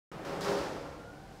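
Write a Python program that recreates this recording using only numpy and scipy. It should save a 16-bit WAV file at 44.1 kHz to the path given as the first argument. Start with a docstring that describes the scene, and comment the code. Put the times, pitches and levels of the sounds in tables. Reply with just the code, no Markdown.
"""A heavy steel gate rolls, knocks, clinks and bangs shut with a rattle, out of sight in a concrete
animal house. Each contact clatters the frame and rings the panel; nearly all of the sound arrives
as echo off the hard walls. A faint whine rises as the echo fades, and a soft scraping hiss comes in
at the end. Ventilation rumbles underneath."""
import sys
import numpy as np
from scipy import signal
from scipy.fft import rfft, irfft, next_fast_len
from scipy.io import wavfile
from scipy.ndimage import map_coordinates

SR = 44100
rng = np.random.default_rng(int(sys.argv[2]) if len(sys.argv) > 2 else 0)


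def store_wav(level_fs):
    """Save 16-bit WAV to argv[1]."""
    pcm = np.round(np.clip(np.atleast_2d(level_fs), -1, 1) * 32767)
    wavfile.write(sys.argv[1], SR, pcm.T.astype(np.int16))


N = 61739


def gate():
    """Each contact gives a burst of first reflections, a swelling echo and the panel's ring."""
    # gate contacts: start_s, level_db, treble_db, bass_db
    contacts = [(.249, -42.5, 3.5, 3), (.295, -42, -3, -0.5), (.408, -41.5, 11.5, -0.5),
                (.447, -34.5, -2, -4.5), (.482, -34.5, -1, 1.5), (.577, -45.5, 6.5, 6)]
    # frame clatter spectrum: freq_hz, density_db
    clatter = [(30, -33), (60, -10.5), (130, -15.5), (230, -8), (330, -0.5), (520, 0), (720, -4.5),
               (1350, -8.5), (1750, -12.5), (2600, -18), (3600, -20.5), (5000, -20.5), (7500, -29.5),
               (10000, -36.5), (12500, -37.5), (15500, -45)]
    # treble shelf: freq_hz, share of treble_db
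    treble = [(700, 0.011), (2500, 0.5), (4500, 1.03), (15000, 1.08)]
    # bass shelf: freq_hz, share of bass_db
    bass = [(200, 0.96), (600, 0)]
    early_db, early_t60_s, echo_rise_s, ring_db = 0.5, 0.1, 0.014, 1.5
    out, t = np.zeros(N), np.arange(N) / SR
    for start_s, level_db, treble_db, bass_db in contacts:
        early = amp(early_db) * noise(clatter) * np.exp(-np.log(1000) * t / early_t60_s)
        echo = hall_decay(noise(clatter)) * (1 - np.exp(-t / echo_rise_s))
        blow = early + echo + amp(ring_db) * panel_ring(t)
        blow = filtered(blow, lambda hz: amp(treble_db * along(treble, hz) + bass_db * along(bass, hz)))
        start = round(start_s * SR)
        out[start:] += amp(level_db) * blow[:N - start]
    return out


def panel_ring(t, scatter_db=0.5, drift_rad=0.35, rise_s=0.014):
    """Decaying modes of the steel panel, slightly different at every blow."""
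    # panel modes: pitch_hz, level_db, t60_s
    modes = [(185.5, -16.5, 1.2), (288.6, -13, 2.2), (315.8, -21, 1.55), (358.4, -22, 1.1),
             (403.1, -5.5, 0.92), (484.8, -14.5, 2.27), (517, -15.5, 1.4), (556.8, -8, 1.49),
             (804, -14, 1.03), (865.4, -16, 1.3), (921, -22.5, 1.5), (1069.5, -16.5, 1.72),
             (1315, -14.5, 1.17), (1394, -17.5, 1.05)]
    ring = np.zeros(N)
    for pitch_hz, level_db, t60_s in modes:
        phase = 2 * np.pi * (pitch_hz * t + rng.random()) + drift_rad * wobble(14.05)
        gain = amp(level_db - scatter_db * rng.standard_normal())
        ring += gain * np.exp(-np.log(1000) * t / t60_s) * np.sin(phase)
    return np.sqrt(2) * ring * (1 - np.exp(-t / rise_s))


def hall_decay(x):
    """Fade each frequency of x at the concrete hall's rate; bass lasts longest."""
    # reverberation time: freq_hz, t60_s
    hall = [(80, 2), (400, 1.52), (1200, 1.42), (2500, 1.36), (5000, 1.13), (9000, 1.18), (15000, 0.9)]
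    hz, t, spectrum = signal.stft(x, SR, nperseg=512)
    decay_db = -60 * t / along(hall, hz)[:, None]
    return signal.istft(spectrum * amp(decay_db), SR)[1][:N]


def rolling(flutter_db=0.64):
    """Dull, uneven noise of the moving gate."""
    # rolling envelope, echo included: time_s, level_db
    envelope = [(.1, -42), (.17, -46.5), (.25, -42), (.45, -42.5), (1.1, -61)]
    # rolling spectrum: freq_hz, density_db
    colour = [(59, -41), (100, -28), (146, 5), (258, -15.5), (300, -2.5), (508, -4), (712, -7.5),
              (758, -1.5), (808, -9.5), (1230, -11), (15500, -47)]
    level_db, = curves(envelope)
    return amp(level_db + flutter_db * wobble(39.1)) * noise(colour)


def whine(rough_rad=0.24, echo_db=-2.5):
    """A faint distant tone and its lower octave climb, smeared by the hall."""
    # rising tone: time_s, pitch_hz, level_db
    glide = [(.72, 1290, -60.5), (.83, 1335, -64.5), (.97, 1365, -62), (1.04, 1415, -64.5),
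             (1.1, 1435, -57.5), (1.17, 1520, -68.5), (1.26, 1555, -67.5), (1.38, 1580, -69)]
    # lower octave envelope: time_s, level_db
    undertone = [(1.0, -65.5), (1.18, -63), (1.25, -63), (1.39, -78)]
    pitch_hz, level_db = curves(glide)
    under_db, = curves(undertone)
    phase = 2 * np.pi * np.cumsum(pitch_hz) / SR + rough_rad * wobble(120)
    under_phase = phase / 2 + rough_rad * wobble(120)
    tone = np.sqrt(2) * (amp(level_db) * np.sin(phase) + amp(under_db) * np.sin(under_phase))
    tail = hall_decay(rng.standard_normal(N))
    echo = signal.fftconvolve(tone, tail / np.linalg.norm(tail))[:N]
    return tone + amp(echo_db) * echo


def scrape():
    """A soft hiss swells as the echo ends."""
    # hiss envelope: time_s, level_db
    envelope = [(1.15, -103), (1.28, -75), (1.39, -70)]
    # hiss spectrum: freq_hz, density_db
    colour = [(800, -7), (2500, -11), (5000, 5), (8000, 0), (15000, -24)]
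    level_db, = curves(envelope)
    return amp(level_db) * noise(colour)


def ventilation(air_db=-51, flutter_db=1.7, drift_rad=0.64):
    """Steady air rumble with two unsteady fan tones."""
    # rumble spectrum: freq_hz, density_db
    colour = [(13, -38), (22, -7), (49, -0.5), (117, -1.5), (150, 0), (182, -3), (227, -6), (253, -14.5),
              (290, 1), (352, -14), (426, -9), (643, -12.5), (779, -8), (1050, -18.5), (1500, -25.5),
              (1680, -21), (1930, -24), (5170, -28.5), (15500, -44)]
    # fan tones: pitch_hz, level_db
    fan_tones = [(44, -64), (146, -63)]
    hum, t = np.zeros(N), np.arange(N) / SR
    for pitch_hz, level_db in fan_tones:
        gain = amp(level_db + flutter_db * wobble(5))
        hum += gain * np.sin(2 * np.pi * pitch_hz * t + drift_rad * wobble(6.02))
    return amp(air_db) * noise(colour) + np.sqrt(2) * hum


def amp(db):
    """Decibels to gain."""
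    return 10 ** (np.asarray(db) / 20)


def along(points, hz):
    """Interpolate (freq_hz, value) points on a log frequency axis."""
    freq_hz, values = np.transpose(points)
    return np.interp(np.log(hz + 1), np.log(freq_hz + 1), values)


def curves(rows):
    """One value per sample for each column after time_s."""
    time_s, *columns = np.transpose(rows)
    return [np.interp(np.arange(N) / SR, time_s, column) for column in columns]


def wobble(knots_per_s):
    """Smooth random curve."""
    knots = rng.standard_normal(int(N * knots_per_s / SR) + 4)
    return map_coordinates(knots, [np.arange(N) * knots_per_s / SR])


def filtered(x, gain):
    """Scale the spectrum of x by gain(hz)."""
    size = next_fast_len(N + SR // 2)
    return irfft(rfft(x, size) * gain(np.fft.rfftfreq(size, 1 / SR)), size)[..., :N]


def noise(colour):
    """Noise of rms 1; colour sets only the spectral shape."""
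    x = filtered(rng.standard_normal(N), lambda hz: amp(along(colour, hz)))
    return x / np.sqrt(np.mean(x ** 2) + 1e-20)


def scene():
    """All sources centred; gate and scrape have slight width in the treble."""
    # stereo side relative to mid: freq_hz, gain_db
    width = [(3000, -72), (4500, -45), (7000, -36), (10000, -30)]
    mid = gate() + rolling() + whine() + scrape() + ventilation()
    side = filtered(gate() + scrape(), lambda hz: amp(along(width, hz)))
    return np.array([mid + side, mid - side])


def record(dry):
    """Switch on after a brief silence, then low-pass."""
    start_s, cutoff_hz = 0.116, 15720
    switched_on = np.arange(N) >= start_s * SR
    return filtered(dry * switched_on, lambda hz: hz < cutoff_hz)


dry = scene()
out = record(dry)
store_wav(out)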